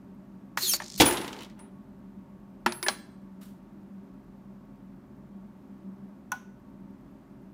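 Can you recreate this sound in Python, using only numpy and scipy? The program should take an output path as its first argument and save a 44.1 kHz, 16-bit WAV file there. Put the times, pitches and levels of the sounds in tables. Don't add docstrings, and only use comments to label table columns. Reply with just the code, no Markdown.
import sys
import numpy as np
from scipy import signal
from scipy.fft import rfft, irfft, next_fast_len
from scipy.io import wavfile
from scipy.ndimage import uniform_filter1d, map_coordinates

SR = 44100
rng = np.random.default_rng(int(sys.argv[2]) if len(sys.argv) > 2 else 0)


def pcm_store(signal):
    levels = np.round(np.clip(np.atleast_2d(signal), -1, 1) * 32767)
    wavfile.write(sys.argv[1], SR, levels.astype(np.int16).T)


def convert_level_to_amplitude(level_db):
    exponent = np.asarray(level_db, float) / 20
    return 10 ** exponent


N = 332205
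TIME = np.arange(N) / SR

# t/s, gear mesh f/Hz, effort level/dB
SERVO_PULL = [(.612, 4400, -50), (.648, 4200, -35), (.664, 3620, -31), (.696, 3164, -26), (.714, 3170, -26),
              (.716, 2770, -26), (.733, 2693, -29), (.737, 2200, -25), (.768, 2300, -50)]
# f/Hz, level/dB
HOUSING_RESPONSE = [(1500, -15), (2800, -17.5), (4300, 4), (5600, 0.5), (7000, -4), (8300, -10),
                    (9500, 1.5), (10800, -11.5), (12700, -1), (14000, -14.5), (16000, -18)]
# f/Hz, level/dB, time to fade by 60 dB t60/s
HOUSING_TONES = [(4250, 0, .03), (5350, -2, .025), (6300, -4, .02), (7050, -4, .025), (9600, -14, .02)]
# start t/s, attack t/s, hold t/s, release t/s, level/dB, droop over the hold/dB
GEAR_RASPS = [
    (0.571, .002, .04, .02, -33.5, -3),
    (.608, .02, .138, 0.0078, -29, -3),
    (0.976, .002, .021, .002, -35, 3.5),
]
# f/Hz, level/dB
RASP_COLOUR = [(250, -56), (800, -22.5), (2500, -12), (3700, -8.5), (4200, 0), (4700, -5.5), (7000, -3.5),
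               (8200, -9.5), (9500, -6), (10800, -11), (12700, -4), (15500, -9.5), (17000, -40.5)]
# start t/s, attack t/s, hold t/s, release t/s, level/dB, droop/dB
SQUEAL_SWELL = (.617, .006, .07, .02, -28, -12)
HOLDING_SWELL = (.765, .005, .205, .003, -49, -10)
# f/Hz, level/dB per Hz
STRAIN_COLOUR = [(1290, -35.5), (2200, -4.5), (2920, -12.5), (4200, 1.5), (5350, -1), (7030, -5),
                 (7640, -16.5), (9640, -18.5), (16000, -32)]
# t/s, peak level/dB
STRAY_TWITCHES = [(.9514, -39), (.972, -41)]

# t/s, peak level/dB, then thud, clack and tick relative level/dB
SLIDE_KNOCKS = [
    (0.574, -14.5, -26.5, -9.5, -21),
    (0.736, -21.5, -10.5, 2.5, -12),
    (0.802, -25, -17, -23, -24.5),
    (0.819, -29.5, -10.5, -15.5, -20),
    (2.662, -7.5, -15, -11.5, -16),
    (2.722, -25.5, -25.5, -0.5, -12.5),
    (2.828, -23.5, -9.5, 1, -5),
    (2.865, -18, -9, -12, -18),
    (2.884, -9.5, -14.5, -1.5, -19),
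]
# f/Hz, level/dB, t60/s
SLIDE_TONES = [
    [(236, 1, 0.15), (364, 3.5, 0.24), (645, -6.5, 0.26)],
    [(931, 1.5, 0.05), (1210, 3.5, .03), (1630, -3.5, .04), (1870, -1.5, 0.01), (2460, -15.5, 0.032)],
]
# t/s, f/Hz, level/dB,
# t60/s
KNOCK_NOTES = [(.575, 1910, -25.5, 0.06), (.738, 551.3, -41, 0.07), (.803, 600, -44, 0.18),
               (0.631, 373, -40.5, 0.4), (0.801, 1760, -29, 0.035), (.810, 1850, -40, 0.044),
               (.803, 9455, -51, 0.11), (2.6628, 931, -10.5, 0.0373), (2.6627, 1200, -15, 0.024),
               (2.6628, 1700, -17, 0.053), (2.664, 230, -22.5, 0.14), (2.831, 990, -39.5, 0.29),
               (2.83, 2230, -36, 0.071), (2.864, 1738, -20, 0.0436), (2.884, 4003, -14.5, 0.014),
               (2.885, 6450, -25, .015), (2.885, 1130, -24.5, 0.073)]

# t/s, level/dB
FOIL_SHAKE = [(1.0004, -17.5), (1.017, -15), (1.039, -27), (1.075, -26.5), (1.17, -37), (1.455, -53.5),
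              (1.55, -73.5), (1.6, -58.5), (1.7, -71)]
# f/Hz, level/dB per Hz
FOIL_COLOURS = [
    [(15, -59.5), (25, -33), (54, -13), (130, -12), (173, -15.5), (210, -8), (340, -2), (583, -18),
     (900, -10.5), (1170, -37), (1980, -120)],
    [(290, -34), (500, 1.5), (759, -9), (888, 2.5), (1080, -1.5), (2060, -5.5), (2440, -9.5), (4000, -15),
     (5200, -40.5), (8800, -120)],
    [(1500, -29), (2500, -5.5), (4500, -9.5), (7500, -10.5), (12000, -12.5), (15500, -15), (17000, -39.5)],
]
# level/dB at the reference, swing (dB per dB), build-up t/s,
# lumps/dB, lumps per second f/Hz
FOIL_FOLLOW = [
    (0.5, .95, .005, 1, 100),
    (-2.5, .95, .012, 1.5, 140),
    (-7.5, 1.3, .002, 3, 300),
]
# t/s, peak level/dB, ring f/Hz, brightness level/dB
CASE_CLINKS = [(1.0006, -7, 2040, -15), (1.006, -6, 3360, -21), (1.0181, -7, 3400, -22),
               (1.0618, -16, 2350, -2), (1.1097, -24, 3270, 4), (1.126, -25, 1600, -11.5),
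               (1.171, -24, 3100, -10), (1.18, -28.5, 2000, -9), (1.2133, -29, 2260, -16),
               (1.2446, -33, 1980, -11.5), (1.279, -29.5, 2940, -9), (1.329, -30.5, 2770, -18),
               (1.3642, -39, 3150, -20), (1.3886, -36.5, 2800, -16), (1.4072, -35, 2910, -9),
               (1.4214, -37, 3056, -5), (1.4326, -37.5, 3010, -1), (1.447, -39.5, 3670, -10),
               (1.4985, -47, 1970, -14), (1.5914, -48.5, 1500, -6)]
# t/s, then level/dB of each wall tone
LOOSE_BLOWS = [(1.018, -50, -34, -47, -37), (1.056, -38, -21.5, -39, -28), (1.125, -37, -35, -37, -42),
               (1.172, -54, -51, -48, -56), (1.214, -65.5, -47, -59, -66), (1.592, -56, -50, -80, -75.5)]
# f/Hz, pair split f/Hz, t60/s, t60/s once seated
LOOSE_TONES = [(8300, 40, .1, .1), (9724, 9, .22, .22), (11100, 45, .22, .22), (14838, 20, .27, .27)]
# t/s, then level/dB of each wall tone
NEW_CASE_BLOWS = [(2.664, -73, -48.5, -70, -72), (2.722, -62, -54, -44, -52), (2.828, -54, -35, -46.5, -41),
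                  (2.865, -50, -34.5, -77, -48)]
# f/Hz, pair split f/Hz, t60/s, t60/s once seated
NEW_CASE_TONES = [(8419, 9, .7, .55), (9771, 6, 1.2, .22), (11050, 14, .6, .5), (14910, 12, .7, .3)]

# t/s, level/dB
RELAY_SNAPS = [
    (6.3182, -25),
    (6.3205, -30),
]
# f/Hz, level/dB, t60/s
RELAY_TONES = [(1039, -2, .085), (1475, 1, .125), (1510, -6, .05), (820, -15, .04), (1782, -14, .03),
               (2200, -11, .02), (2853, -10, .02), (3400, -10, .02)]
# start t/s, attack t/s, hold t/s, release t/s, level/dB, droop/dB
SLEEVE_SWELL = (3.408, -0.01, 0.0657, 0.11, -56, -7)
# f/Hz, level/dB per Hz
CLOTH_COLOUR = [(710, -9), (1200, -2), (2390, -9), (2890, -6), (5100, -10.5), (12700, -10.5),
                (15600, -11.5), (16500, -31.5)]

# f/Hz, level/dB per Hz
AIR_COLOUR = [(15, -44.5), (25, -17), (48, -15.5), (103, -21), (135, -8.5), (159, -17.5), (197, -1.5),
              (226, -9), (389, -17), (422, -29), (600, -26.5), (1090, -29.5), (3230, -48), (15200, -60.5),
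              (16500, -73.5)]
# f/Hz, width f/Hz, rms level/dB
BOX_RESONANCES = [(194.6, 20, -53.5), (393.4, 14, -68.5), (600, 76, -69.5), (913.3, 58, -74.5),
                  (734, 40, -80.5)]
# f/Hz, rms level/dB
BOX_HUM = (195, -54)
# multiple of the shaft rate, rms level/dB
SHAFT_ORDERS = [(1, -65), (2, -71), (3, -65), (6, -59.5), (12, -75), (20, -78.5), (25, -75)]
# f/Hz, t60/s
ROOM_FADE = [(150, 0.17), (1000, 0.53), (4000, .5), (12000, 0.36)]
# f/Hz, level/dB per Hz
HISS_COLOUR = [(4000, -29), (8000, -9), (10400, -11.5), (12000, 1), (15300, -1.5), (16500, -19.5)]


def unit(x):
    return x / np.sqrt(np.mean(x ** 2) + 1e-20)


def along(points, hz):
    f, v = np.transpose(points)
    return np.interp(np.log(hz + 1), np.log(f + 1), v)


def filtered(x, response):
    m = next_fast_len(len(x) + 8192)
    return irfft(rfft(x, m) * response(np.fft.rfftfreq(m, 1 / SR)), m)[:len(x)]


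def wobble(rate):
    return map_coordinates(rng.standard_normal(int(N * rate / SR) + 4), [TIME * rate])


def noise(colour, grain_db=0, rate=300):
    lumpy = unit(convert_level_to_amplitude(grain_db * wobble(rate))) * rng.standard_normal(N)
    return unit(filtered(lumpy, lambda hz: convert_level_to_amplitude(along(colour, hz))))


def swell(s, attack_s, hold_s, release_s, db, droop_db):
    lengths = np.abs([0, attack_s, hold_s, release_s])
    levels = db + np.array([-16, 0, droop_db, droop_db - 18])
    return convert_level_to_amplitude(np.interp(TIME, s + np.cumsum(lengths), levels, left=-150, right=-150))


def ring(tones, scatter_db, attack=0.0012):
    t = TIME[:SR // 4]
    hz, db, t60 = np.transpose(tones)[:, :, None]
    gain = convert_level_to_amplitude(db + scatter_db * rng.standard_normal(db.shape) - 60 * t / t60)
    return (gain * np.sin(2 * np.pi * hz * t)).sum(axis=0) * (1 - np.exp(-t / attack))


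def crack(lo_hz, hi_hz, t60):
    t = TIME[:SR // 4]
    band = signal.butter(2, [lo_hz, min(hi_hz, SR / 2.2)], "band", fs=SR, output="sos")
    return unit(signal.sosfilt(band, rng.standard_normal(len(t)))) * convert_level_to_amplitude(-60 * t / t60)


def add(track, s, sound):
    part = track[round(s * SR):][:len(sound)]
    part += sound[:len(part)]


def servo():
    return gear_whine() + gear_rasp() + holding_twitches()


def gear_whine():
    s, mesh_hz, db = np.transpose(SERVO_PULL)
    mesh = np.interp(TIME, s, mesh_hz)
    pulling = (TIME > s[0]) * (TIME < s[-1])
    effort = uniform_filter1d(convert_level_to_amplitude(np.interp(TIME, s, db)) * pulling, size=200)
    smooth_hz = 3010
    uneven = 0.0055 + 0.12 * np.abs(np.log(mesh / smooth_hz))
    x = np.zeros(N)
    for k in range(1, 7):
        hz = k * mesh * (1 + uneven * wobble(1200))
        flutter_db = 4.5 * wobble(300)
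        gain = effort * convert_level_to_amplitude(along(HOUSING_RESPONSE, k * mesh) + flutter_db)
        audible = hz < SR / 2.6
        x += gain * audible * np.sin(2 * np.pi * np.cumsum(hz) / SR)
    return x


def gear_rasp():
    rasp = sum(swell(*row) for row in GEAR_RASPS) * noise(RASP_COLOUR, rate=500)
    squeal_colour = [(3000, -40), (3800, -10), (4200, 0.5), (4600, -10), (5500, -40)]  # f/Hz, level/dB
    squeal = swell(*SQUEAL_SWELL) * noise(squeal_colour)
    strain = swell(*HOLDING_SWELL) * noise(STRAIN_COLOUR, grain_db=2.5, rate=220)
    return convert_level_to_amplitude(-3) * rasp + convert_level_to_amplitude(-2) * squeal + strain


def holding_twitches():
    x = np.zeros(N)
    twitches = [(.8213 + .0199 * k, -35.5 + .45 * k) for k in range(8)]  # t/s, level/dB
    reverses = [(s - .0068, -48 + 1.6 * k) for k, (s, _) in enumerate(twitches)]
    for s, db in twitches + reverses + STRAY_TWITCHES:
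        twitch = .4 * ring(HOUSING_TONES, scatter_db=3, attack=.0003)
        twitch += 1.5 * crack(4000, 7400, .025) + .25 * crack(8500, 15000, .012)
        add(x, s, convert_level_to_amplitude(db - 8) * twitch)
    return x


def slide():
    x = np.zeros(N)
    for s, db, thud_db, clack_db, tick_db in SLIDE_KNOCKS:
        spot = [1 + 0.03 * rng.standard_normal(), 1, 1]
        thud, body = [ring(np.array(tones) * spot, scatter_db=4.5) for tones in SLIDE_TONES]
        body = .3 * body + crack(700, 2100, 0.044) + .15 * crack(400, 2600, .2)
        clack = 1.4 * crack(3000, 6200, 0.017) + 0.68 * crack(3500, 5500, .05)
        clack += 0.067 * crack(2640, 6000, 0.088)
        tick = crack(7000, 14000, 0.03)
        knock = body + convert_level_to_amplitude(thud_db - 7) * thud + convert_level_to_amplitude(clack_db - 0.5) * clack + convert_level_to_amplitude(tick_db - 0.5) * tick
        add(x, s, convert_level_to_amplitude(db - 8.5) * knock)
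    for s, hz, db, t60 in KNOCK_NOTES:
        add(x, s, ring([(hz, db, t60)], scatter_db=1, attack=1 / hz / 2))
    return x


def tray():
    landing_s = 1.0004
    since = np.maximum(TIME - landing_s, 0)
    x = foil(since) + clinks() + brass(LOOSE_BLOWS, LOOSE_TONES)
    return x * (TIME > landing_s)


def foil(since):
    s, db = np.transpose(FOIL_SHAKE)
    reference_db = -27
    swing_db = np.interp(TIME, s, db, right=-150) - reference_db
    x = convert_level_to_amplitude(-5.5 - 60 * since / .07) * (1 - np.exp(-since / .004)) * noise(FOIL_COLOURS[0])
    for colour, (db, swing, build_s, lumps_db, rate) in zip(FOIL_COLOURS, FOIL_FOLLOW):
        gain = convert_level_to_amplitude(reference_db + db + swing * swing_db) * (1 - np.exp(-since / build_s))
        x += gain * noise(colour, lumps_db, rate)
    return x


def clinks():
    x = np.zeros(N)
    for s, db, hz, bright_db in CASE_CLINKS:
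        tone = ring([(hz, 0, .035), (hz * 1.25, -6, .025)], scatter_db=1, attack=.0003)
        tap = crack(2200, 6500, 0.02)
        rustle = .9 * crack(2400, 3800, .045) + 0.54 * crack(2000, 5700, 0.11)
        click = convert_level_to_amplitude(bright_db + 2.5) * crack(7000, 18000, 0.01792)
        add(x, s, convert_level_to_amplitude(db - 9.5) * (tone + tap + rustle + click))
    return x


def brass(blows, tones):
    x, t = np.zeros(N), TIME[:SR // 2]
    seated_s = 2.885
    for s, *dbs in blows:
        free = np.minimum(t, max(seated_s - s, 0))
        for (hz, split_hz, t60, seated_t60), db in zip(tones, dbs):
            beat = 1 + 0.5 * np.exp(1j * (2 * np.pi * split_hz * t + rng.uniform(0, 2 * np.pi)))
            fade_db = -60 * (free / t60 + (t - free) / seated_t60)
            add(x, s, convert_level_to_amplitude(db + fade_db) * np.imag(beat * np.exp(2j * np.pi * hz * t)))
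    return x


def relay():
    x = np.zeros(N)
    for s, db in RELAY_SNAPS:
        wall = ring(RELAY_TONES, scatter_db=1, attack=0.0011) + 0.23 * crack(770, 1020, 0.15)
        wall += 0.21 * crack(1700, 3170, 0.043) + 0.032 * crack(1480, 3270, 0.36)
        spring = 0.42 * crack(5850, 6600, 0.023) + 0.021 * crack(5500, 6600, 0.37)
        spring += 0.021 * crack(9200, 15500, 0.21)
        click = 0.31 * crack(6000, 16000, .02)
        add(x, s, convert_level_to_amplitude(db) * (wall + spring + click))
    add(x, 6.367, convert_level_to_amplitude(-67) * crack(5600, 6000, .15))
    return x


def sleeve():
    return swell(*SLEEVE_SWELL) * noise(CLOTH_COLOUR, grain_db=1.3, rate=150)


def fan():
    x = convert_level_to_amplitude(-51 + 0.32 * wobble(2.3)) * noise(AIR_COLOUR)
    for hz, width, db in BOX_RESONANCES:
        peak = filtered(rng.standard_normal(N), lambda f: 1 / (1 + ((f - hz) / width * 2) ** 2))
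        x += convert_level_to_amplitude(db) * unit(peak)
    hum_hz, hum_db = BOX_HUM
    hum_phase = 2 * np.pi * np.cumsum(hum_hz + 2.2 * wobble(4)) / SR
    x += convert_level_to_amplitude(hum_db + 2 + 1.5 * wobble(5)) * np.sin(hum_phase)
    shaft_hz = 44.7 * (1 + 0.0039 * wobble(1.3))
    turn = 2 * np.pi * np.cumsum(shaft_hz) / SR
    for k, db in SHAFT_ORDERS:
        waver_db = 2.5 * wobble(9)
        x += convert_level_to_amplitude(db + 1.5 + waver_db) * np.sin(k * turn)
    return x


def workshop(x):
    wet, size = np.zeros(N), SR // 8
    for start in range(0, N, size):
        hz, t, z = signal.stft(rng.standard_normal(SR // 2), SR, nperseg=256)
        fade = convert_level_to_amplitude(-60 * t / along(ROOM_FADE, hz)[:, None])
        tail = signal.istft(z * fade, SR, nperseg=256)[1]
        echo = signal.fftconvolve(x[start:start + size], tail / np.linalg.norm(tail))
        add(wet, start / SR + 0.0041, echo)
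    return wet


def radio_ticks():
    x = np.zeros(N)
    for s in np.arange(.0460, N / SR, .10241):
        add(x, s, convert_level_to_amplitude(-65) * crack(11000, 16000, .003))
    return x


def scene():
    motor, knocks, cases, switch = servo(), slide(), tray(), relay()
    near = motor + knocks + cases + switch + brass(NEW_CASE_BLOWS, NEW_CASE_TONES) + sleeve()
    to_room = convert_level_to_amplitude(-24) * motor + convert_level_to_amplitude(-18) * knocks + convert_level_to_amplitude(-17) * cases + convert_level_to_amplitude(-18) * switch
    hiss = convert_level_to_amplitude(-87) * noise(HISS_COLOUR)
    return (near + workshop(to_room) + fan() + hiss)[None]


def low_pass(x):
    return signal.sosfilt(signal.butter(12, 16990, fs=SR, output="sos"), x)


def record(dry):
    x = dry[0] + radio_ticks()
    x = filtered(x, lambda f: 1 / (1 + (38 / (f + 1)) ** 8) / (1 + (f / 15900) ** 60))
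    x = x / (1 + np.abs(x / .75) ** 4) ** (1 / 4)
    return low_pass(x[None])


dry = scene()
out = record(dry)
pcm_store(out)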